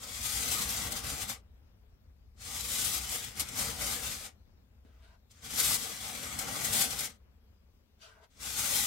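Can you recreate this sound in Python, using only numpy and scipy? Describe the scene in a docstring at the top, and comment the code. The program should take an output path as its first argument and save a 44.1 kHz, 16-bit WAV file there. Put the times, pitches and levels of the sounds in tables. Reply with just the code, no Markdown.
"""A gritty, hollow scrape: a large plastic disc is dragged round by hand on a wooden shelf, four times.
Its feet stutter over the grain, catch and slip, ringing the hollow body and shaking the shelf into a boom.
A faint low room noise fills the pauses, and a thumb brushes the plastic before the last two pushes.
The walls of the cabinet around the shelf scatter the scrape and the brush into a short, dense tail."""
import sys
import numpy as np
from scipy import signal
from scipy.fft import rfft, irfft, next_fast_len
from scipy.io import wavfile
from scipy.ndimage import uniform_filter1d

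SR = 44100
rng = np.random.default_rng(int(sys.argv[2]) if len(sys.argv) > 2 else 0)


def put_to_file(sound):
    """Save the sound as 16-bit audio at rate SR, in the file named by the first command-line argument."""
    columns = np.atleast_2d(sound).T  # one column per channel
    safe = np.clip(columns, -1, 1)
    whole_steps = np.round(safe * 32767)
    wavfile.write(sys.argv[1], SR, whole_steps.astype(np.int16))


N = 390726
T = np.arange(N) / SR
USUAL_DB = -40  # an ordinary scrape; "harder" counts dB above it
# The disc sits to the left: (frequency [Hz], left minus right [dB])
DISC_LEAN = [(60, -1.5), (120, -3.5), (240, 3.5), (480, 4), (950, 4.5), (1890, 3), (3770, 3), (7520, 5.5),
             (15000, 10)]


def gain_of(db):
    return 10 ** (np.asarray(db) / 20)


def evened(x):
    """Scales x to rms 1."""
    return x / np.sqrt(np.mean(x ** 2) + 1e-20)


def read(points, hz):
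    """Value of a spectrum table at hz."""
    f, value = np.transpose(points)
    return np.interp(np.log(hz + 1), np.log(f + 1), value)


def columns(strokes):
    """A gate that is open during the strokes, and their columns at every sample."""
    rows = np.concatenate(strokes)
    gate = sum((T >= stroke[0][0]) & (T <= stroke[-1][0]) for stroke in strokes)
    return uniform_filter1d(1. * gate, size=400), [np.interp(T, rows[:, 0], c) for c in rows.T[1:]]


def coloured(x, db_at):
    """Filters x by a gain in dB given as a function of frequency."""
    size = next_fast_len(N)
    return irfft(rfft(x, size) * gain_of(db_at(np.fft.rfftfreq(size, 1 / SR))), size)[..., :N]


def split(x, hz):
    """Low and high part of x, meeting at hz."""
    low = signal.sosfiltfilt(signal.butter(3, hz, fs=SR, output="sos"), x)
    return low, x - low


def pair(left, other, correlation):
    """Two channels from two unrelated signals, as alike as the correlation table says."""
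    alike = np.clip(read(correlation, np.fft.rfftfreq(len(left), 1 / SR)), -.99, .99)
    right = irfft(alike * rfft(left) + np.sqrt(1 - alike ** 2) * rfft(other), len(left))
    return np.array([left, right])


def leaning(x, lean):
    """Shares a left-right level difference between the channels."""
    return coloured(x, lambda hz: np.outer([.5, -.5], read(lean, hz)))


def wander(fastest_hz):
    """Slow random drift of rms 1."""
    rates = np.geomspace(fastest_hz / 8, fastest_hz, num=16)
    coarse = T[::64]
    drift = sum(np.sin(2 * np.pi * (hz * coarse + phase)) for hz, phase in zip(rates, rng.random(16)))
    return np.interp(T, coarse, evened(drift))


def grains(per_s, spread_db):
    """Tiny impacts of random sign at random moments, a few of them large."""
    when, size, sign = rng.random(N), rng.exponential(1, N), rng.standard_normal(N)
    return evened((when < per_s / SR) * gain_of(spread_db * np.minimum(size, 5)) * sign)


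def shifting(x, depth_db, seconds, width_hz):
    """Makes the colour drift in random patches of time and pitch."""
    spectra = signal.stft(x, nperseg=512, noverlap=384)[2]
    both, left, right = rng.standard_normal((3, *spectra.shape[1:]))
    patches = np.array([both + 0.95 * left, both + right])
    for _ in range(2):
        patches = uniform_filter1d(patches, size=max(round(seconds * SR / 128), 1), axis=2)
        patches = uniform_filter1d(patches, size=max(round(width_hz * 512 / SR), 1), axis=1)
    patch_gain = evened(gain_of(depth_db * evened(patches)))
    return signal.istft(spectra * patch_gain, nperseg=512, noverlap=384)[1][:, :N]


def disc_motion():
    """The four turns: a gate that also fades as the disc stalls, the plain gate, and the scrape level."""
    # How hard the feet grate, one list a turn: (time [s], level [dB])
    turns = [
        [(0.0, -56.5), (0.03, -48.5), (0.29, -37), (0.616, -35.5), (0.674, -40.5), (0.69, -38), (0.87, -39.5),
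         (0.898, -44), (0.976, -41), (1.02, -49.5), (1.09, -38), (1.2, -44), (1.224, -35.5), (1.268, -49.5),
         (1.296, -36), (1.33, -44.5), (1.41, -77)],
        [(2.33, -99), (2.41, -49.5), (2.45, -45.5), (2.86, -33), (3.06, -42.5), (3.13, -36), (3.22, -45),
         (3.25, -44), (3.34, -54), (3.41, -35.5), (3.44, -48.5), (3.53, -48.5), (3.58, -34.5), (3.76, -45),
         (3.81, -38), (3.95, -37.5), (3.99, -43), (4.07, -38.5), (4.27, -49), (4.36, -88)],
        [(5.27, -105), (5.306, -66), (5.402, -66), (5.448, -46.5), (5.486, -47.5), (5.602, -29.5),
         (5.756, -32.5), (5.772, -37.5), (5.888, -43.5), (6.38, -44), (6.392, -37), (6.438, -44.5), (6.63, -38),
         (6.65, -35.5), (6.714, -37.5), (6.73, -32.5), (6.83, -30.5), (6.894, -41.5), (7.052, -40.5),
         (7.17, -75.5)],
        [(8.3, -76), (8.38, -64.5), (8.418, -44), (8.5, -39.5), (8.554, -40), (8.566, -35.5), (8.778, -31.5),
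         (8.86, -33.5)],
    ]
    stall_db = -52
    gate, (db,) = columns(turns)
    return gate * gain_of(0.21 * np.minimum(db - stall_db, 0)), gate, db


def hand_sweeps():
    """The hand bears on the disc: weight [dB], shelf boom [dB] and time at rest since a sweep [s]."""
    # Each sweep round the disc: (start [s], length [s], shelf boom [dB], weight on the low rub [dB])
    pushes = [(-.3, 1.97, -52, 0.25), (2.352, 2.16, -55, -0.2), (5.37, 1.8, -60.5, 2), (8.36, 2.5, -57, 1)]
    # The low rub swells as the hand comes round to the front: (share of the sweep [0-1], weight [dB])
    weight_arc = [(0, -1), (.3, -0.5), (.62, 6.5), (.85, 1), (1.0, -1.2)]
    start, length, boom_db, sweep_db = np.transpose(pushes)
    now = np.maximum(np.searchsorted(start, T) - 1, 0)
    weight_db = sweep_db[now] + np.interp((T - start[now]) / length[now], *np.transpose(weight_arc))
    return weight_db, boom_db[now], np.maximum(T - (start + length)[now], 0)


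def sharpness_db(db):
    """Treble over the scrape level: a harder rub is sharper."""
    return -5 + 0.25 * (db - USUAL_DB)


def sliding_rub():
    """Envelopes of the rub in five bands: hollow body, plate, middle, upper middle, treble."""
    moving, gate, db = disc_motion()
    weight_db, harder = hand_sweeps()[0], db - USUAL_DB
    hollow_db = -54.5 + .68 * harder + weight_db
    plate_db = -50.5 + .7 * harder + .57 * weight_db
    middle_db = db - 4.5 - .043 * harder
    drive = gate * gain_of([hollow_db, plate_db, middle_db, db - 7, db + sharpness_db(db)])
    drive[:2] *= moving  # the low rings die as the disc stalls
    ticks_per_s, tick_db, tick_s = 260, -1, .001  # small random catches roughen the upper bands
    ticks = (rng.random(N) < ticks_per_s / SR) * rng.exponential(1, N)
    tick_power = signal.lfilter([1], [1, -np.exp(-2 / (tick_s * SR))], ticks)
    drive[2:] *= np.sqrt(1 + gain_of(tick_db) ** 2 * tick_power)
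    return drive


def foot_slips():
    """A foot catches and snaps free: bursts of power in the five bands of the rub."""
    # Each snap: (time [s], peak level [dB], decay [s])
    snaps = [(.25, -23.5, 0.018), (.51, -22.5, 0.021), (.69, -21, .015), (.766, -26, 0.015),
             (.919, -19.5, 0.0051), (.96, -26, .015), (1.079, -39, .012), (1.214, -31.5, 0.011),
             (1.297, -31, .012), (2.406, -45, 0.0096), (2.605, -22, 0.0062), (2.844, -20, 0.0087),
             (3.12, -30.5, .012), (3.24, -24.5, 0.0071), (3.395, -14, 0.0079), (3.485, -27.5, 0.007),
             (3.586, -24.5, 0.031), (3.638, -30.5, .008), (3.814, -26.5, 0.0042), (3.861, -27.5, .01),
             (4.065, -37, 0.0067), (5.308, -45, .01), (5.44, -33.5, .011), (5.741, -15, 0.0059),
             (6.387, -17, 0.0057), (6.644, -19.5, 0.014), (6.727, -20, 0.015), (6.811, -19.5, 0.012),
             (6.905, -21.5, 0.0061), (6.987, -22.5, 0.022), (7.045, -24, 0.01), (8.333, -60, 0.0046),
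             (8.585, -25, 0.011)]
    # A slip that also knocks the hollow body: (time [s], level [dB])
    body_knocks = [(1.296, -41)]
    crest_db, ring_db, rise_s, knock_s = 10, -17, .002, .0041
    age, bursts = T[:SR // 8], np.zeros((5, N + SR))
    for start, peak_db, decay_s in snaps:
        at, db = round(start * SR), peak_db - crest_db
        burst = gain_of(db) * (1 - np.exp(-age / rise_s)) * np.exp(-age / max(decay_s, .002))
        shares = gain_of([ring_db, ring_db, -4, -2.5, sharpness_db(db)])
        bursts[:, at:at + len(age)] += np.outer(shares, burst) ** 2
    for start, db in body_knocks:
        at = round(start * SR)
        bursts[:2, at:at + len(age)] += (gain_of(db) * np.exp(-age / knock_s)) ** 2
    return bursts[:, :N]


def plastic_db(hz, reach):
    """Broad colour of the grit, lifted at the rings; reach is how well one foot drives each ring."""
    # Colour of the grit: (frequency [Hz], density [dB])
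    grit_colour = [(180, -36), (300, -13.5), (392, -21.5), (500, -18), (1000, -8), (1750, -3.5),
                   (2570, 0.5), (3900, -3), (5200, -1), (7440, 2.5), (9500, 0), (10300, -6), (13000, -7.5),
                   (16000, -12.5)]
    # Rings of the hollow plastic and dead spots between them: (frequency [Hz], width [Hz], lift [dB])
    plastic_rings = [(466.5, 70, 13.5), (563, 50, 6.5), (771, 90, 7), (1214, 240, 3.5), (1460, 200, 2),
                     (1930, 150, 4), (2132, 170, 3.5), (2570, 310, -6), (1790, 120, -3.5), (993, 130, -5.5),
                     (2860, 340, -3), (3383, 50, 4.5), (4150, 73, 0), (4570, 110, -3), (5600, 500, 0),
                     (7560, 900, 1.5), (11560, 360, 4)]
    lifts = (r * db / (1 + (2 * (hz - f) / width) ** 2) for r, (f, width, db) in zip(reach, plastic_rings))
    return read(grit_colour, hz) + sum(lifts)


def grating_feet(feet=8):
    """Each foot stutters over the wood grain, rings the plastic and is heard by its own path."""
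    drive = np.sqrt(sliding_rub() ** 2 + foot_slips())
    scrape, stutter_db = 0, wander(36)
    reaches = rng.uniform(-1, 1, (feet, 17))  # one for each ring and dead spot
    for reach in 0.88 + (reaches - reaches.mean(0)):
        crunch = coloured(grains(per_s=6000, spread_db=1.3), lambda hz: plastic_db(hz, reach))
        low, high = split(crunch, 2780)
        middle, high = split(high, 5560)
        bands = np.array([evened(band) for band in (*split(low, 1000), middle, *split(high, 9500))])
        load = evened(gain_of(2.2 * wander(25)))  # the feet take the load in turn
        foot = load * gain_of(stutter_db) * (drive * bands).sum(0)
        scrape = scrape + cabinet(foot / np.sqrt(feet), direct_db=-2.5)
    scrape = shifting(scrape, depth_db=3, seconds=.07, width_hz=120)  # contact points come and go
    return leaning(scrape, DISC_LEAN)


def cabinet(x, direct_db):
    """Direct sound and a dense short tail off the walls, different left and right."""
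    # Decay between the walls: (frequency [Hz], time to fall 60 dB [s])
    wall_t60 = [(300, 0.16), (1500, 0.076), (5000, 0.054), (15000, 0.049)]
    # Stereo likeness in the cabinet: (frequency [Hz], correlation [-1 to 1])
    likeness = [(60, 1), (180, 0.86), (550, 0.09), (1650, 0.055), (4970, 0.14), (15000, 0.089)]
    hz, t, z = signal.stft(rng.standard_normal((2, SR // 4)), SR, nperseg=128)
    tails = signal.istft(z * gain_of(-60 * t / read(wall_t60, hz)[:, None]), SR, nperseg=128)[1]
    tails /= np.linalg.norm(tails, axis=1)[:, None]
    tails[[0, 1], rng.integers(0, 12, size=2)] += gain_of(direct_db)  # arrivals a few samples apart
    lead, length = 256, SR // 6  # samples
    spectra = rfft(np.roll(pair(*tails, likeness), lead, axis=1))
    broad_colour = np.sqrt(uniform_filter1d(abs(spectra) ** 2, size=40, axis=1))
    tails = irfft(spectra / broad_colour, tails.shape[1])[:, :length]
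    tails *= signal.windows.tukey(length, .06)
    return signal.fftconvolve(x[None], tails / np.linalg.norm(tails[0]), axes=1)[:, lead:lead + N]


def shelf_boom():
    """The dragged weight shakes the board at its lowest modes: a boom with a buzz above it."""
    # Modes of the board: (frequency [Hz], density [dB])
    board_colour = [(13, -39.5), (22, -22), (44, -7.5), (60, 6), (76, -2), (120, -1.5), (165, -8),
                    (225, -4.5), (278, -7.5), (329, -28), (400, -19), (520, -45.5), (880, -120)]
    # Stereo likeness of the board: (frequency [Hz], correlation [-1 to 1])
    likeness = [(40, .93), (100, 1), (250, 0.48), (500, .3)]
    # The buzz sits to the left: (frequency [Hz], left minus right [dB])
    board_lean = [(60, 0), (125, 1), (300, 4)]
    # The thumb lands and bumps the shelf: (time [s], level [dB])
    touches = [(4.85, -57), (8.015, -70)]
    touch_s = .0087
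    moving, _, db = disc_motion()
    weight_db, boom_db, _ = hand_sweeps()
    shake = coloured(pair(*rng.standard_normal((2, N)), likeness), lambda hz: read(board_colour, hz))
    boom, buzz = split(leaning(shake, board_lean), 105)
    harder = uniform_filter1d(db - USUAL_DB, size=2000)
    boom_level = moving * gain_of(boom_db + .4 * harder + .6 * weight_db + 2.4 * wander(12))
    buzz_level = moving * gain_of(-56 + .59 * harder + weight_db + 1.5 * wander(30))
    bumps = sum((T > s) * gain_of(bump_db) * np.exp(-abs(T - s) / touch_s) for s, bump_db in touches)
    return boom_level * evened(boom) + (bumps + buzz_level) * evened(buzz)


def room_air():
    """A lumpy rumble that sinks throughout, a faint rustle that sinks in each pause, and a thin hiss."""
    # Colour of the room tone: (frequency [Hz], density [dB])
    air_colour = [(13, -47), (22, -17), (48, -7), (70, -1.5), (106, -15.5), (152, -25.5), (215, -19.5),
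                  (328, -31), (420, -28.5), (885, -35.5), (2000, -40.5), (5000, -42.5), (9000, -52.5),
                  (10800, -55), (11400, -48.5), (16000, -47.5)]
    # Stereo likeness of the room tone: (frequency [Hz], correlation [-1 to 1])
    likeness = [(60, 0.97), (180, 0.81), (550, 0.16), (1650, -0.076), (4970, -0.72), (15000, 0.57)]
    # The room tone sits to the left: (frequency [Hz], left minus right [dB])
    air_lean = [(60, 2), (240, 6.5), (950, 3.5), (3770, 7.5), (15000, 8)]
    rumble_db_per_s, rustle_db_per_s = -.96, -5.5
    noise = coloured(pair(*rng.standard_normal((2, N)), likeness), lambda hz: read(air_colour, hz))
    rumble, upper = split(evened(noise), 180)
    rustle, hiss = split(upper, 2500)
    rumble = rumble * gain_of(7.5 + rumble_db_per_s * T + .91 * wander(2.3))
    rustle = rustle * gain_of(4 + rustle_db_per_s * hand_sweeps()[2] + 1.1 * wander(33))
    hiss = shifting(hiss, depth_db=2.5, seconds=.05, width_hz=340)
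    return leaning(gain_of(-62.5) * (rumble + rustle + hiss), air_lean)


def thumb_brush(spots=4):
    """Skin slides softly over the plastic, touching at a few spots."""
    # One list a brush: (time [s], level [dB], brightness [dB])
    brushes = [
        [(4.82, -94, -13), (4.84, -93, 5), (4.854, -71.5, -1), (4.882, -77, 1), (4.99, -75, -2),
         (5.04, -70.5, 3), (5.154, -68.5, -7), (5.172, -84, -26), (5.2, -102, -5)],
        [(7.98, -88.5, 7), (8.02, -66, 11), (8.04, -62, 6), (8.164, -65.5, -6), (8.202, -68.5, -9),
         (8.244, -61.5, -1.5), (8.288, -99, -13), (8.3, -84, -3)],
    ]
    # Colour of skin on plastic: (frequency [Hz], density [dB])
    skin_colour = [(210, -50), (350, -26), (443, -3.5), (554, -24), (642, 0.5), (766, -15), (915, -9.5),
                   (1380, -7.5), (1510, -1), (1780, -12), (2000, -6.5), (5560, -13), (12000, -28.5),
                   (15600, -42), (22000, -120)]
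    # The lowest ring gains what the next one loses: (time [s], tilt [dB])
    ring_tilt = [(4.85, 14), (4.98, 11), (5.04, 4), (5.16, 1), (8.06, -1), (8.2, -7)]
    gate, (db, bright_db) = columns(brushes)
    depth = gain_of(np.interp(T, *np.transpose(ring_tilt)))
    brush = 0
    for _ in range(spots):
        rub = coloured(grains(per_s=8000, spread_db=1.3), lambda hz: read(skin_colour, hz))
        low, high = split(rub, 1660)
        lowest_ring, above = split(evened(low), 540)
        next_ring, middle = split(above, 730)
        body = middle + lowest_ring * depth + next_ring / depth
        spot = gate * gain_of(db + 1.4 * wander(37)) * (body + gain_of(bright_db) * evened(high))
        brush = brush + cabinet(spot / np.sqrt(spots), direct_db=-5)
    return leaning(shifting(brush, depth_db=3, seconds=.06, width_hz=170), DISC_LEAN)


def scene():
    return grating_feet() + shelf_boom() + thumb_brush() + room_air()


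def record(dry):
    """A steep low-pass takes off the very top of the treble."""
    edge_hz = 15850
    taps = signal.firwin(1023, edge_hz, window=("kaiser", 10), fs=SR)
    return signal.oaconvolve(dry, taps[None], "same")


dry = scene()
out = record(dry)
put_to_file(out)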